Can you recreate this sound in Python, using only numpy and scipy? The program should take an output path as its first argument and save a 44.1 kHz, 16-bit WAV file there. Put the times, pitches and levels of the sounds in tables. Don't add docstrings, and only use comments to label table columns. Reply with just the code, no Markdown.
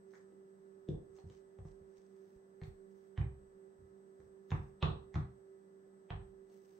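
import sys
import numpy as np
from scipy import signal
from scipy.fft import rfft, irfft, next_fast_len
from scipy.io import wavfile
from scipy.ndimage import map_coordinates

SR = 44100
rng = np.random.default_rng(int(sys.argv[2]) if len(sys.argv) > 2 else 0)


def unload_audio(sound):
    columns = np.transpose(np.atleast_2d(sound))
    steps = np.round(np.clip(columns, -1, 1) * 32767)
    wavfile.write(sys.argv[1], SR, steps.astype(np.int16))


N = 299703

# (per Hz, relative)
AIR_SPECTRUM = [(20, -14), (60, -11), (130, -11.5), (190, 1.5), (250, -8.5), (400, -2), (520, -7),
                (800, -11), (1750, -19.5), (2300, -30.5), (4500, -35), (6200, -32.5), (7500, -39),
                (10000, -46.5), (11900, -38.5), (12400, -43), (15700, -45)]
# freq_hz, correlation (-1 to 1)
AIR_LIKENESS = [(60, -0.61), (110, 1), (200, 0.93), (360, 0.74), (640, -0.37), (1160, -0.61), (2100, -0.25),
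                (3800, -0.018)]
# pitch_hz, level_db (rms before waver), left_over_right_db, left_lead_rad, waver_db (scale of the drift)
HUM_TONES = [(193.9, -71.5, -3, 0.59, 2.5), (386.6, -62, -9, 0.52, 1.38), (524, -88, 0, 0, 2.5),
             (583.4, -80.5, 1.5, 2.33, -1), (1280, -93.5, 6, 2, -2.5), (1736, -93.5, -5.5, 1.5, 0),
             (1716, -99, -6, -2, -1.7), (1982, -97, -3.5, 0.5, 2), (7977, -85, 0.5, -2, 1.16)]
# full_level_s, level_db, held_s, treble_db (against the rest)
RUB_STROKES = [(.15, -77, 0.022, -0.5), (1.17, -79.5, 0.027, -5), (1.34, -77, .01, -3.5),
               (1.69, -78, 0.0037, -6), (1.95, -81, 0.058, -3), (2.13, -87.5, 0.18, 8),
               (2.32, -90, 0.0072, 5), (2.66, -82, 0.01, 11.5), (2.9, -89.5, 0.16, 6),
               (4.22, -87, 0.029, 2), (4.52, -80, 0.011, 6), (4.62, -87, 0.043, 4.5), (6.52, -81.5, .3, 7)]
# (per Hz, relative)
RUB_SPECTRUM = [(900, -22.5), (2000, -1), (4000, -5.5), (6200, 0.5), (7400, -10), (8500, -20), (12000, -18),
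                (15500, -13)]
# start_s, level_db, favoured_pitch_hz, ring_length (0-1, left by the resting sole)
LANDINGS = [(.887, -29.5, 185, 0.84), (0.934, -32.5, 45.8, 0.32), (1.1, -60, 98, 0.67),
            (1.239, -44.5, 114, 0.77), (1.262, -43.5, 80.6, 0.4), (1.32, -72, 45.7, 0.8),
            (1.587, -45.5, 87, 1), (1.651, -41.5, 94, 0.4), (1.69, -46, 36.3, 0.45),
            (1.81, -50.5, 106, 0.4), (1.981, -56, 40, 0.16), (2.36, -45.5, 44.7, 0.14),
            (2.618, -35.5, 90.5, 0.56), (2.675, -33, 67, 0.34), (3.179, -28, 95, 1),
            (3.207, -24.5, 87, 0.57), (3.788, -55.5, 97, 1), (3.843, -49.5, 99, 0.29),
            (4.196, -55, 113, 0.93), (4.24, -61.5, 79.2, 0.01), (4.504, -44, 140, 0.97),
            (4.518, -25, 131, 0.89), (4.827, -24, 123, 0.98), (5.143, -38.5, 103, 0.86),
            (5.157, -24, 122, 0.81), (6.106, -33.5, 87.7, 1)]
# pitch_hz, level_db, t60_s (before the resting sole shortens it)
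BOARD_MODES = [(31, -14.5, 1), (45, 1.5, 0.42), (66.44, -2.5, 0.41), (77.7, -9, 0.39), (90.6, 2, 0.24),
               (104.5, -5, 0.27), (117.1, -10, 0.39), (136.7, -10, 0.47), (152.2, -1.5, 0.28),
               (169.2, -15.5, 0.28), (185, -13, 0.44), (223, -19.5, 0.52), (256, -21, 0.27),
               (294, -15.5, 0.2), (317.4, -9.5, 0.37), (359, -10, 0.43), (394.7, -14, 0.16)]
# contact_s,
# knock_db, knock_tilt_db (per octave), knock_note_hz, knock_note_db,
# click_db, click_tilt_db (per octave), click_note_hz, click_note_db
TREAD_CONTACTS = [(.137, -65.5, 4.5, 1610, 6, -84, 18, 4800, 5),
                  (.154, -71, 8, 1960, 3.5, -75, 17, 5000, 3),
                  (.323, -77.5, -12.5, 800, -2, -87, -5.5, 3000, -2),
                  (.888, -65, -18.5, 486, 8, -62, -1.5, 3550, 7),
                  (.945, -69, -16, 554, 6, -93, -6, 3600, 10), (1.156, -78, -5, 900, 4, -82.5, 24, 6200, 6),
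                  (1.167, -78, -5, 894, -2, -84, 18, 6300, 1),
                  (1.187, -66.5, -5.5, 850, 3.5, -74.5, 0, 4300, 15.5),
                  (1.3, -73.5, -11, 1170, 9.5, -68.5, 8, 3000, 9),
                  (1.588, -66.5, -5, 550, 8.5, -78, -3, 6200, 10),
                  (1.652, -65.5, -7, 696, 4, -85, 6, 6200, 11),
                  (2.616, -61.5, -5, 2000, 12, -70.5, -3, 4250, 11),
                  (2.636, -67, 8, 900, 2, -63, 3, 4400, 11.5), (3.168, -76, 1, 1600, 0, -80, -5, 3030, 12),
                  (3.177, -51.5, 1.5, 1660, 3.5, -59.5, -6, 3000, 14),
                  (3.19, -59.5, -3, 1620, 0, -69, -8, 3850, 11),
                  (3.214, -57, 1, 860, 5, -75, -14, 2500, 13),
                  (4.203, -68.5, -5, 890, -11, -81.5, 12, 6000, 3),
                  (4.506, -64.5, 4, 1800, 9.5, -58.5, 6, 3600, 8),
                  (4.518, -45.5, 0, 1000, 5, -58, -20, 2700, 5),
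                  (4.552, -57, 1, 1150, 7.5, -80.5, -6, 2600, 2),
                  (4.822, -74, 5, 1200, -1.5, -67, -13.5, 3000, -2),
                  (4.8267, -45.5, -4.5, 1000, 8, -40, -17.5, 4000, 6.5),
                  (4.83, -40.5, -5.5, 1220, 8.5, -57, -28.5, 2900, -4),
                  (5.143, -57, 2, 2050, 9, -60.5, 7.5, 4500, -1),
                  (5.156, -46, -2.5, 1220, 5, -55.5, -8, 4200, 3),
                  (5.529, -85.5, -6, 716, 3, -93, 9, 6000, 0),
                  (6.105, -47.5, 0.5, 747, 1.5, -56, -19.5, 3200, 6),
                  (6.5, -74, -7.5, 900, -3, -79, 13, 4500, 9)]
TREAD_EDGES_HZ = [300, 700, 1450, 2400, 3400, 4750, 7400]
TREAD_COLOUR_DB = [-4.5, -2, -6, -5, -6.5, -8.5]
NOTE_WIDTH_OCTAVES = [.3, 0.093]
# freq_hz, gain_db
LAMINATE = [(500, 1), (620, -6.5), (750, 5), (950, -2), (1150, 0), (1400, -4), (1700, 4.5), (2200, -0.5),
            (3000, -0.5), (3300, 2.5), (3600, 5), (4250, 0), (4500, -6), (5200, 2.5), (6300, 1.5)]
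# freq_hz, t60_s
ROOM_DECAY = [(300, 0.49), (800, 0.39), (2000, 0.34), (3000, 0.32), (4500, 0.34), (9000, 0.2)]
# freq_hz, gain_db
ROOM_GAIN = [(400, 4), (1000, 9), (3000, 1.5), (6500, 4.5)]

TOP_HZ = 15720
RISE_DB_PER_S, FALL_DB_PER_S = 244, 167
GRIT_DB = 3.5
RUB_TREBLE_HZ = 8200
KNOCK_HZ, CLICK_HZ = 1000, 3900
SKIRT_DB = 4
ROOM_SAMPLES = SR * 2 // 5


def amp(db):
    return 10 ** (np.asarray(db) / 20)


def unit(x):
    return x / np.sqrt(np.mean(x ** 2) + 1e-20)


def along(points, hz):
    f, v = np.transpose(points)
    return np.interp(np.log(hz + 1), np.log(f + 1), v)


def wobble(rate):
    coarse = np.arange(0, N + 64, 64)
    knots = rng.standard_normal(int(N * rate / SR) + 5)
    curve = map_coordinates(knots, [coarse * rate / SR])
    return np.interp(np.arange(N), coarse, curve)


def filtered(x, response):
    m = next_fast_len(x.shape[-1] + SR // 2)
    spectrum = rfft(x, m) * response(np.fft.rfftfreq(m, 1 / SR))
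    return irfft(spectrum, m)[..., :x.shape[-1]]


def add(track, s, sound):
    start = round(s * SR)
    part = track[:, start:start + sound.shape[1]]
    part += sound[:, :part.shape[1]]


def rush(spectrum, alike):
    def mid_side_gain(hz):
        turn = np.arccos(np.clip(along(alike, hz), -1, 1)) / 2
        return amp(along(spectrum, hz)) * [np.cos(turn), np.sin(turn)]

    mid, side = filtered(rng.standard_normal((2, N)), mid_side_gain)
    return unit(np.array([mid + side, mid - side]))


def air():
    balance_db = np.array([[-.7], [.7]])
    return amp(-69.5 + 0.33 * wobble(0.2) + balance_db) * rush(AIR_SPECTRUM, AIR_LIKENESS)


def hum():
    t, ear = np.arange(N) / SR, np.array([[.5], [-.5]])
    track = np.zeros((2, N))
    for hz, db, pan_db, lead_rad, waver_db in HUM_TONES:
        separate_drift = np.array([wobble(13), wobble(21)])
        waver = amp(waver_db * (wobble(11) + 1.1 * separate_drift))
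        phase = 2 * np.pi * hz * t + 0.28 * wobble(9.1) + lead_rad * ear
        track += np.sqrt(2) * amp(db + pan_db * ear) * waver * np.sin(phase)
    return track


def shuffle():
    s, db, held, treble_db = np.transpose(RUB_STROKES)[..., None]
    t = np.arange(N) / SR
    rise_db = RISE_DB_PER_S * np.maximum(s - t, 0)
    fall_db = FALL_DB_PER_S * np.maximum(t - s - held, 0)
    strokes = amp(db - rise_db - fall_db)
    rub = rush(RUB_SPECTRUM, [(1000, 0.18)])
    top = filtered(rub, lambda hz: hz > RUB_TREBLE_HZ)
    body_level = strokes.sum(axis=0)
    top_level = amp(0.98 * wobble(6.7)) * np.sum(amp(treble_db) * strokes, axis=0)
    grit = amp(2.0 * wobble(60) + GRIT_DB * (wobble(350) - 0.75))
    return grit * (body_level * (rub - top) + top_level * top)


def thuds():
    track, t = np.zeros((2, N)), np.arange(SR * 2 // 5) / SR
    hz, level_db, t60 = np.transpose(BOARD_MODES)[..., None]
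    swell = 1 - np.exp(-t * hz / 1.85)
    for s, db, centre_hz, length in LANDINGS:
        favour_db = -7 * np.log2(hz / centre_hz) ** 2 + rng.normal(0, 1.6, hz.shape)
        loose = 1 + rng.normal(0, 0.014, hz.shape)
        phase = 2 * np.pi * hz * loose * (t - .0048) + rng.normal(0, 0.64, hz.shape)
        decay_db = 60 * t / (t60 * length)
        ring = amp(level_db + favour_db - decay_db) * swell * np.sin(phase)
        mode_gain = amp(db + rng.normal(0, 2.0, (2, len(BOARD_MODES))))
        add(track, s, mode_gain @ ring)
    return track * amp([[-1], [1]])


def tail():
    hz, t, z = signal.stft(rng.standard_normal((2, ROOM_SAMPLES)), SR, nperseg=256)
    z = z * amp(-60 * t / along(ROOM_DECAY, hz)[:, None])
    energy = np.mean(abs(z) ** 2, axis=2, keepdims=True)
    z = z * amp(along(ROOM_GAIN, hz)[:, None]) / np.sqrt(energy * SR * 2 / 5 * 170)
    near, far = signal.istft(z, SR, nperseg=256)[1]
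    return np.pad([near, far - 0.23 * near], ((0, 0), (130, 0)))


def causal(points, rings, size=2048):
    hz = np.fft.rfftfreq(size, 1 / SR)
    ring_db = 0
    for (note_hz, db), width in zip(rings, NOTE_WIDTH_OCTAVES):
        ring_db = ring_db + db * np.exp(-(np.log2((hz + 1) / note_hz) / width) ** 2)
    fold = irfft(np.log(amp(along(points, hz) + along(LAMINATE, hz) + ring_db)), size)
    fold[1:size // 2] *= 2
    fold[size // 2 + 1:] = 0
    return irfft(np.exp(rfft(fold)), size)


def contact(size=1100):
    t = np.arange(size) / SR
    unevenness = amp(2.9 * rng.standard_normal(size))
    brush = amp(-34 - 1400 * t[::-1]) * rng.standard_normal(size) * unevenness
    blocks = amp(-26 - 9500 * t[:size // 10]) * rng.standard_normal(size // 10)
    blocks[0] = -1
    return np.concatenate([brush, blocks]), size / SR


def slaps():
    track, edge = np.zeros((2, N)), np.array(TREAD_EDGES_HZ)
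    corners_hz = np.ravel([edge[:-1] * 1.095, edge[1:] / 1.06], "F")
    tread_db = np.repeat(TREAD_COLOUR_DB - 20 * np.log10(np.diff(edge) / SR), repeats=2)
    for s, knock_db, knock_tilt_db, low_hz, low_db, click_db, click_tilt_db, high_hz, high_db in TREAD_CONTACTS:
        knock = knock_db + knock_tilt_db * np.log2(corners_hz / KNOCK_HZ)
        click = click_db + click_tilt_db * np.log2(corners_hz / CLICK_HZ)
        shared = np.maximum(knock[4:6], click_db - SKIRT_DB)
        levels_db = np.concatenate([knock[:4], shared, click[6:]])
        density_db = tread_db + levels_db + rng.normal(0, .8, len(corners_hz))
        bottom, last_db = (120, density_db[0] - 32.0), density_db[-1]
        colour = [bottom, *zip(corners_hz, density_db), (8200, last_db - 24.0), (SR / 2, last_db - 38.0)]
        force, lead = contact()
        slap = np.convolve(force, causal(colour, [(low_hz, low_db), (high_hz, high_db)]))[None]
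        add(track, s - lead, slap * amp([[-1.7], [1.7]]))
        add(track, s - lead, signal.fftconvolve(slap, tail(), axes=1))
    return track


def scene():
    return air() + hum() + shuffle() + thuds() + slaps()


def record(dry):
    return filtered(dry, lambda hz: hz < TOP_HZ)


dry = scene()
out = record(dry)
unload_audio(out)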